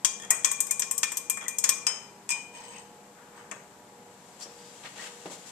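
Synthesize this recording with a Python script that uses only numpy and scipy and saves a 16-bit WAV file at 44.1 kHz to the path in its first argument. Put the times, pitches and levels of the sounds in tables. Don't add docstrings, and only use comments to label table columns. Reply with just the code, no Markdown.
import sys
import numpy as np
from scipy import signal
from scipy.fft import rfft, irfft, next_fast_len
from scipy.io import wavfile
from scipy.ndimage import uniform_filter1d, map_coordinates

SR = 44100
rng = np.random.default_rng(int(sys.argv[2]) if len(sys.argv) > 2 else 0)


def to_wav(sig):
    pcm = np.clip(np.atleast_2d(sig), -1, 1) * 32767
    pcm = np.round(pcm).astype(np.int16)
    wavfile.write(sys.argv[1], SR, pcm.T)


N = 243076
T = np.arange(N) / SR
HALF_S = T[:SR // 2]


def from_db(db):
    return 10 ** (np.asarray(db) / 20)


def rms_one(x):
    return x / np.sqrt(np.mean(x ** 2) + 1e-20)


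def at_hz(points, hz):
    points = np.array(points)
    return np.interp(np.log(np.maximum(hz, 1)), np.log(points[:, 0]), points[:, 1])


def dying(t, t60):
    return np.exp(-np.log(1000) * t / t60)


def add(out, s, sound):
    start = max(round(s * SR), 0)
    out[..., start:start + sound.shape[-1]] += sound[..., :N - start]


def wobble(rate, size=N):
    knots = rng.standard_normal(4096)
    return map_coordinates(knots, [T[:size] * rate], order=3, mode="wrap")


# [f/Hz, left-right likeness from -1 (opposed) to 1 (mono)]
STEREO_LIKENESS = [(30, 0.2), (130, 0.95), (600, 1), (1400, 0.2), (3000, 0.33), (7000, -0.21),
                   (15000, -0.18)]


def noise(spectrum, size=N):
    padded = next_fast_len(size)
    hz = np.fft.rfftfreq(padded, 1 / SR)
    mid, side = rfft(rng.standard_normal((2, padded)))
    alike = np.clip(at_hz(STEREO_LIKENESS, hz), -1, 1)
    both = np.sqrt(1 + alike) * mid + np.sqrt(1 - alike) * side * [[1], [-1]]
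    coloured = irfft(both * from_db(at_hz(spectrum, hz)), padded)
    return rms_one(coloured[:, :size])


def tinted(x, spectrum, sides=1):
    size = next_fast_len(x.shape[-1] + 256)
    curve_db = at_hz(spectrum, np.fft.rfftfreq(size, 1 / SR))
    gain = from_db(curve_db * np.array(sides))
    return irfft(rfft(x, size) * gain, size)[:, :x.shape[-1]]


def strokes(rows, attack_s, release_t60):
    power = 0
    for s, length, db in rows:
        swell = np.sin(np.pi / 2 * np.clip((T - s) / attack_s, 0, 1))
        release = dying(np.clip(T - s - length, 0, 1), release_t60)
        power = power + (from_db(db) * swell * release) ** 2
    return np.sqrt(power)


def friction(spectrum, pressure, grain_db):
    catches = rms_one(uniform_filter1d(rng.standard_normal(N), size=160))
    return noise(spectrum) * pressure * rms_one(from_db(grain_db * catches))


def ringing(modes, colour, ring, tuning=1, ear_lag_s=.00006, scatter=2.23):
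    t, out = HALF_S, 0
    for hz, db, t60 in modes:
        chance_db = 2.2 * rng.standard_normal()
        gain = from_db(db + at_hz(colour, hz) + chance_db)
        pitch = tuning * hz * (1 + 0.0011 * rng.standard_normal())
        late = 2 * np.pi * hz * ear_lag_s + scatter * rng.standard_normal()
        turn = rng.uniform(0, 2 * np.pi) - np.array([[0], [late]])
        wave = 2 * np.pi * pitch * t
        swing = gain * dying(t, t60 * ring)
        out = out + np.cos(turn) * (swing * np.sin(wave)) + np.sin(turn) * (swing * np.cos(wave))
    return out


def sliding(pressure, modes, colour, ring, slips_per_s, tuning=1):
    slips = (rng.random(N) < slips_per_s / SR) * rng.standard_normal(N)
    body = ringing(modes, colour, ring, tuning=tuning)
    body = body * (1 - np.exp(-HALF_S / .001))
    body = body / np.sqrt(np.sum(body ** 2) / 2)
    return signal.fftconvolve([rms_one(slips) * pressure], body, axes=1)[:, :N]


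def lab(x, near_db=-11.5, near_t60=0.059, tail_db=-10.0, tail_t60=0.51, top_t60=0.19, split_hz=8500):
    t = T[:SR]
    flat = [(100, 0), (16000, 0)]
    near = noise(flat, size=SR) * dying(t, near_t60) * (t > .002)
    diffuse = noise(flat, size=SR) * (1 - np.exp(-t / 0.0051))
    low = signal.sosfilt(signal.butter(4, split_hz, "low", fs=SR, output="sos"), diffuse)
    top = signal.sosfilt(signal.butter(4, split_hz, "high", fs=SR, output="sos"), diffuse)
    tail = low * dying(t, tail_t60) + top * dying(t, top_t60)
    echoes = from_db(near_db) * rms_one(near) + from_db(tail_db) * rms_one(tail)
    return x + signal.fftconvolve(x, echoes / np.sqrt(SR), axes=1)[:, :N]


# [f/Hz, relative level/dB]
AIR_COLOUR = [(15, -45.5), (25, -14), (58, -18), (102, -8.5), (188, 1.5), (407, -6), (441, -2), (477, -0.5),
              (622, -8), (730, -4), (903, -4), (1120, -7), (3150, -17.5), (7760, -21), (14300, -29)]
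# [f/Hz, relative level/dB]
HISS_COLOUR = [(3000, -42), (5500, -6), (7600, 7), (8800, -2), (11000, -8.5), (11900, 3.5), (12600, -22),
               (15000, -19)]
# [f/Hz, level/dB]
AIR_ROLLOFF = [(14100, 0), (14700, -30)]
# [f/Hz, rms level/dB]
MOTOR_TONES = [(120, -79), (199.2, -67.5), (398.4, -69), (479.5, -61.5), (600, -69.5), (720.5, -68),
               (839.8, -64), (959, -67)]


def ventilation(air_db=-54.0, hiss_db=-63.0, waver=0.34):
    air = from_db(air_db) * noise(AIR_COLOUR)
    hiss = from_db(hiss_db) * noise(HISS_COLOUR)
    out = tinted(air + hiss, AIR_ROLLOFF)
    for hz, db in MOTOR_TONES:
        swell, phase = waver * signal.resample(rng.standard_normal((2, 24)), N, axis=1)
        tone = np.sin(2 * np.pi * (hz * T + rng.random()) + phase)
        out += np.sqrt(2) * from_db(db) * (1 + swell) * tone
    return out


# [t/s, length/s, rub level/dB, swish level/dB]
RUSTLE_STROKES = [(4.391, 0.041, -52.5, -42.5), (4.828, 0.04, -41.5, -54.5), (4.952, 0.061, -45.5, -48.5),
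                  (4.999, 0.077, -44.5, -46), (5.294, 0.044, -52, -44.5), (5.447, 0.045, -59, -48)]
# [f/Hz, relative level/dB]
RUB_COLOUR = [(250, -14), (600, -3.5), (1500, -0.5), (1950, -0.5), (2400, -1.5), (3300, -2), (5000, -11.5),
              (12000, -47)]
# [f/Hz, relative level/dB]
SWISH_COLOUR = [(1000, -38), (2800, -8.5), (5200, -3.5), (6400, -1.5), (7500, 2.5), (9000, -6),
                (12000, -13.5), (15000, -30)]
# [t/s, length/s, level/dB]
BASE_DRAGS = [(3.13, 0.36, -57.5), (3.32, 0.072, -51), (3.5, 0.073, -51)]
# [f/Hz, relative level/dB]
BASE_DRAG_COLOUR = [(300, -22), (900, 7.5), (1500, 9), (2800, -7), (4500, -21), (8000, -35), (14000, -31)]
# [t/s, level/dB, t60/s]
BENCH_BUMPS = [(3.515, -44, 0.14), (4.453, -40.5, 0.11), (5.254, -31, 0.12), (5.295, -44.5, 0.39)]
# [f/Hz, relative level/dB]
BUMP_COLOUR = [(30, -45), (70, -23), (170, 5.5), (330, 2.5), (600, 7.5), (920, 2.5), (1300, -7.5),
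               (3000, -12.5), (7000, -21), (14000, -37)]


def handling(reach_start_s=3.93, reach_rise_s=0.91, reach_rub_db=-57, reach_swish_db=-53.5):
    reach = np.clip((T - reach_start_s) / reach_rise_s, 0, 1)
    start, length, rub_db, swish_db = np.transpose(RUSTLE_STROKES)
    rub = strokes(zip(start, length, rub_db), attack_s=0.032, release_t60=0.11)
    swish = strokes(zip(start, length, swish_db), attack_s=0.032, release_t60=0.11)
    out = friction(RUB_COLOUR, np.hypot(rub, reach * from_db(reach_rub_db)), grain_db=1.0)
    out += friction(SWISH_COLOUR, np.hypot(swish, reach * from_db(reach_swish_db)), grain_db=1.0)
    drag = strokes(BASE_DRAGS, attack_s=0.11, release_t60=0.3)
    out += friction(BASE_DRAG_COLOUR, drag, grain_db=3.0)
    t = HALF_S
    soft = np.sin(np.pi / 2 * np.minimum(t / .006, 1)) ** 2
    for s, db, t60 in BENCH_BUMPS:
        add(out, s, from_db(db) * noise(BUMP_COLOUR, size=len(t)) * soft * dying(t, t60))
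    return out


# [t/s, centre f/Hz, level/dB, length/s]
GLOVE_SQUEAKS = [(2.71, 2584, -48.5, 0.11), (4.401, 4820, -44, 0.05), (4.414, 5580, -40.5, .04),
                 (4.48, 4850, -58.5, 0.32), (4.6, 3720, -62, .17), (4.965, 1886, -42.5, 0.071)]


def squeaks(jitter=0.063):
    out = np.zeros((2, N))
    for s, hz, db, length in GLOVE_SQUEAKS:
        swell = np.hanning(round(length * SR))
        pitch = hz * (1 + jitter * wobble(391, size=len(swell)))
        add(out, s, from_db(db) * swell * np.sin(2 * np.pi * np.cumsum(pitch) / SR))
    return out


# [t/s, level/dB, t60/s]
WALL_SLAPS = [(.23, -47, 0.28), (.306, -34.5, 0.3), (.45, -42, 0.31), (1.372, -42, 0.047),
              (1.413, -41, 0.32), (1.645, -44.5, 0.75), (1.869, -40.5, 0.48), (3.517, -36, 0.096)]
# [f/Hz, relative level/dB]
SLAP_COLOUR = [(250, -17.5), (600, -1), (900, 0), (1250, 5), (1550, -1), (1950, 1.5), (2600, -3),
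               (5000, -44)]
# [t/s, starting f/Hz, level/dB, t60/s]
RISING_BUBBLES = [(.299, 2073, -26.5, 0.064), (.307, 1876, -22.5, 0.085), (.696, 2140, -33, 0.057),
                  (1.463, 1980, -21, 0.028), (1.478, 1850, -31, 0.057)]


def liquid(rise=0.93):
    out, t = np.zeros((2, N)), HALF_S
    for s, db, t60 in WALL_SLAPS:
        slap = noise(SLAP_COLOUR, size=len(t)) * dying(t, t60)
        add(out, s, from_db(db) * slap * (1 - np.exp(-t / 0.0012)))
    for s, hz, db, t60 in RISING_BUBBLES:
        tone = np.sin(2 * np.pi * hz * t * (1 + rise * t))
        add(out, s, from_db(db) * tone * dying(t, t60) * (1 - np.exp(-t / 0.0067)))
    return out


LET_GO_S, SUNK_PITCH = 2.2, .985
# [t/s, length/s, level/dB]
RIM_SLIDES = [(2.33, 0.027, -44.5), (2.53, 0.14, -48.5), (2.69, 0.1, -50.5), (3.35, 0.032, -56)]
# [f/Hz, level/dB, t60/s]
ROD_MODES = [(997, -12, 0.31), (2594, -1, 0.053), (3020, -15.5, 0.6), (3080, -15.5, 0.99), (5060, -4, 0.17),
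             (5174, -5.5, 0.33), (6400, -5, 0.35), (6660, -3, 0.16), (8000, -3.5, 0.15), (8400, -5, 0.23),
             (8435, -3, .15)]
# [f/Hz, relative level/dB]
RIM_BODY_COLOUR = [(500, -29), (800, -21), (950, -6.5), (1100, -19), (1400, -28), (1900, -18), (2400, -30),
                   (5500, -27.5), (9000, -48)]


def rim_slide(body_db=-2.5, grain_db=0.5):
    pressure = strokes(RIM_SLIDES, attack_s=0.032, release_t60=.3)
    # f/Hz, level/dB
    colour = [(1000, 5.0), (2600, 17.5), (3000, 10.5), (5000, -2.0), (6400, 5.5), (8000, 10.0)]
    rod = sliding(pressure, ROD_MODES, colour, ring=0.081, slips_per_s=550, tuning=SUNK_PITCH)
    return rod + friction(RIM_BODY_COLOUR, pressure * from_db(body_db), grain_db)


# [t/s, length/s, level/dB]
TIP_SCRAPES = [(.17, 0.12, -50.5), (.3, 0.26, -53), (1.39, 0.073, -47.5), (1.86, 0.071, -57)]
# [f/Hz, level/dB, t60/s]
WALL_MODES = [(1794, -19.5, 0.27), (3245, -13, .12), (3376, -31, 0.88), (3437, -19.5, 0.24),
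              (3750, -24.5, 0.17), (5122, -17.5, 0.18), (5543, -8.5, 0.11), (5670, -6, 0.057),
              (6254, -8.5, 0.3), (6190, -15, 0.1), (6710, -0.5, 0.13), (6910, -8, 0.13), (7070, -17, 0.13),
              (7500, -2, 0.11), (7530, -12, .08), (7830, -8, 0.051), (8090, -0.5, .06), (8050, -5, 0.1),
              (8520, -7, 0.16), (9150, -8.5, 0.11), (10300, -21, 0.14), (10710, -24, 0.34),
              (12780, -16, 0.059), (12640, -22.5, 0.22), (13800, -19, .06)]


def wall_scrape():
    pressure = strokes(TIP_SCRAPES, attack_s=0.035, release_t60=0.29)
    colour = [(3000, 11), (8000, -6), (11000, 2.0)]   # f/Hz, level/dB
    return sliding(pressure, WALL_MODES, colour, ring=0.15, slips_per_s=110)


STILL_NOTE_HZ, SWIRL_SAG_HZ, SWIRL_WAVER_HZ = 2444, 29.55, 9.24
WAVERS_PER_S, STIR_END_S, SETTLE_S = 19, 2.2, .22
FLUTTER_DB = 3.5
# [t/s, level/dB, knock level/dB, middle level/dB, top level/dB, beaker note level/dB]
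GLASS_CONTACTS = [(0.0471, -14.5, 3.5, 9.5, 3.5, -40.5), (.305, -12.5, -8, -4, 7.5, -38.5),
                  (0.4457, -12, 3, 1.5, 0.5, -33), (.514, -21.5, 3, -9, 9, -66),
                  (.6042, -17, -5.5, -7, 9.5, -49.5), (.668, -32.5, 3, -1, 10, -71),
                  (0.7093, -17, -5, -6.5, 7.5, -41.5), (0.795, -20, -5, -3.5, 9, -70),
                  (0.8204, -21.5, 5, 5.5, -23, -43.5), (0.911, -19.5, -1.5, -11, 8.5, -51),
                  (.979, -22.5, -14, -1, 10.5, -71), (1.031, -17, 9.5, 7, 3, -33.5),
                  (1.1188, -27, 7, -4, 7, -61), (1.1701, -23, -6.5, 3, 14, -64),
                  (1.298, -17, -3, -5.5, 10.5, -40), (1.372, -31.5, 16, -11, 2, -49),
                  (1.4815, -22.5, -6.5, -6, 9, -42.5), (1.5843, -18.5, -13, -5, 4, -63),
                  (1.6397, -13, 1.5, 3, -1, -40.5), (1.691, -14.5, 2.5, 5, 11.5, -36.5),
                  (1.867, -23.5, 8, 8.5, 4, -45), (2.291, -30, 5, 7, 6, -41),
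                  (2.3036, -25, 0, -15, 4, -34.5), (2.3118, -30, -10, 14, -10, -29),
                  (2.32, -32.5, 10, 7, 3, -37), (3.513, -33.5, 13.5, -1, -9, -63)]


def beaker_note(t60=0.66, build_s=0.00065, rest_s=2.385, rest_db=-6.5):
    power, t = np.zeros(N), T[:SR]
    for s, *_, note_db in GLASS_CONTACTS:
        level = from_db(note_db) * dying(t, t60) * (1 - np.exp(-t / build_s))
        add(power, s, level ** 2)
    swirl = np.exp(-np.maximum(T - STIR_END_S, 0) / SETTLE_S)
    hz = STILL_NOTE_HZ - swirl * (SWIRL_SAG_HZ + SWIRL_WAVER_HZ * wobble(WAVERS_PER_S))
    damped_db = rest_db * np.clip((T - rest_s) / 0.0046, 0, 1)
    gain = from_db(damped_db + FLUTTER_DB * wobble(58))
    return gain * np.sqrt(power) * np.sin(2 * np.pi * np.cumsum(hz) / SR)


def liquid_mode(start_hz=980, end_hz=1130, settle_s=0.0361, t60=0.43):
    t = HALF_S
    glide_hz = end_hz + (start_hz - end_hz) * np.exp(-t / settle_s)
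    hz = glide_hz * (1 + 0.033 * rng.standard_normal())
    ripple = 1 + .6 * wobble(70, size=len(t))
    return ripple * dying(t, t60) * np.sin(2 * np.pi * np.cumsum(hz) / SR)


LIQUID_MODE_DB, WALL_SHARE_DB, HELD_ROD_DB, LOOSE_ROD_DB = -28.5, -5.5, -28.5, 0.5
LOOSE_FROM_S, LOOSE_UNTIL_S = 1.8, 3.0
WALL_RING, ROD_RING = 0.34, 0.57
ATTACK_S = .0003
CONTACT_BANDS = [1850, 4740, 7450, 12900]
# [f/Hz, relative level/dB]
CRACK_COLOUR = [(150, -44), (400, -23.5), (750, -22.5), (1100, -6.5), (1500, -11), (2100, -7.5),
                (2800, -10.5), (4300, -15), (6300, 0.5), (8300, 4), (9700, -10.5), (11400, -24.5),
                (13000, -5), (14000, -35.5), (15200, -54)]
# [f/Hz, level/dB]
HELD_ROD_COLOUR = [(1000, 0), (3000, -2), (5100, 3), (6500, -3.5), (8300, -1)]
# [f/Hz, level/dB]
SUNK_ROD_COLOUR = [(1000, -5.5), (2600, -2), (3000, -8.5), (5100, -13), (6400, -5.5), (8300, -2.5)]


def clinks(crack_db=-4.5, crack_t60=0.066, tick_db=-2.5, tick_t60=0.0013):
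    out, t = np.zeros((2, N)), HALF_S
    fall = from_db(crack_db) * dying(t, crack_t60) + from_db(tick_db) * dying(t, tick_t60)
    attack = 1 - np.exp(-t / ATTACK_S)
    for s, db, knock_db, middle_db, top_db, _ in GLASS_CONTACTS:
        colour = list(zip(CONTACT_BANDS, [knock_db, middle_db, 0, top_db]))
        crack = tinted(noise(CRACK_COLOUR, size=len(t)), colour) * fall
        wall = from_db(WALL_SHARE_DB) * ringing(WALL_MODES, colour, WALL_RING)
        tuning, rod_colour = (SUNK_PITCH, SUNK_ROD_COLOUR) if s > LET_GO_S else (1, HELD_ROD_COLOUR)
        rod_db = LOOSE_ROD_DB if LOOSE_FROM_S < s < LOOSE_UNTIL_S else HELD_ROD_DB
        rod = from_db(rod_db) * ringing(ROD_MODES, rod_colour, ROD_RING, tuning=tuning)
        low = from_db(LIQUID_MODE_DB + knock_db / 2) * liquid_mode()
        add(out, s, from_db(db) * (crack + wall + rod + low) * attack)
    return out


# [f/Hz, left minus right level/dB]
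GLASS_PAN = [(400, -1.5), (750, -2.5), (1300, 0), (2400, 8.5), (4400, 7.5), (8000, 11), (14000, 4)]
# [f/Hz, left minus right level/dB]
ROOM_PAN = [(100, -1), (400, 4), (700, -3), (1300, 2), (2400, 6), (8000, 8), (15000, -6)]


def scene():
    halves = [[.5], [-.5]]
    background = from_db(-1.0) * lab(handling() + squeaks()) + ventilation()
    glass = lab(clinks() + wall_scrape() + rim_slide() + liquid()) + beaker_note()
    return tinted(glass, GLASS_PAN, halves) + tinted(background, ROOM_PAN, halves)


def record(dry):
    rounded = 1.3 * np.tanh(dry / 1.3)
    cutoff_hz = 15800
    return signal.sosfilt(signal.ellip(8, .1, 80, cutoff_hz, fs=SR, output="sos"), rounded)


dry = scene()
out = record(dry)
to_wav(out)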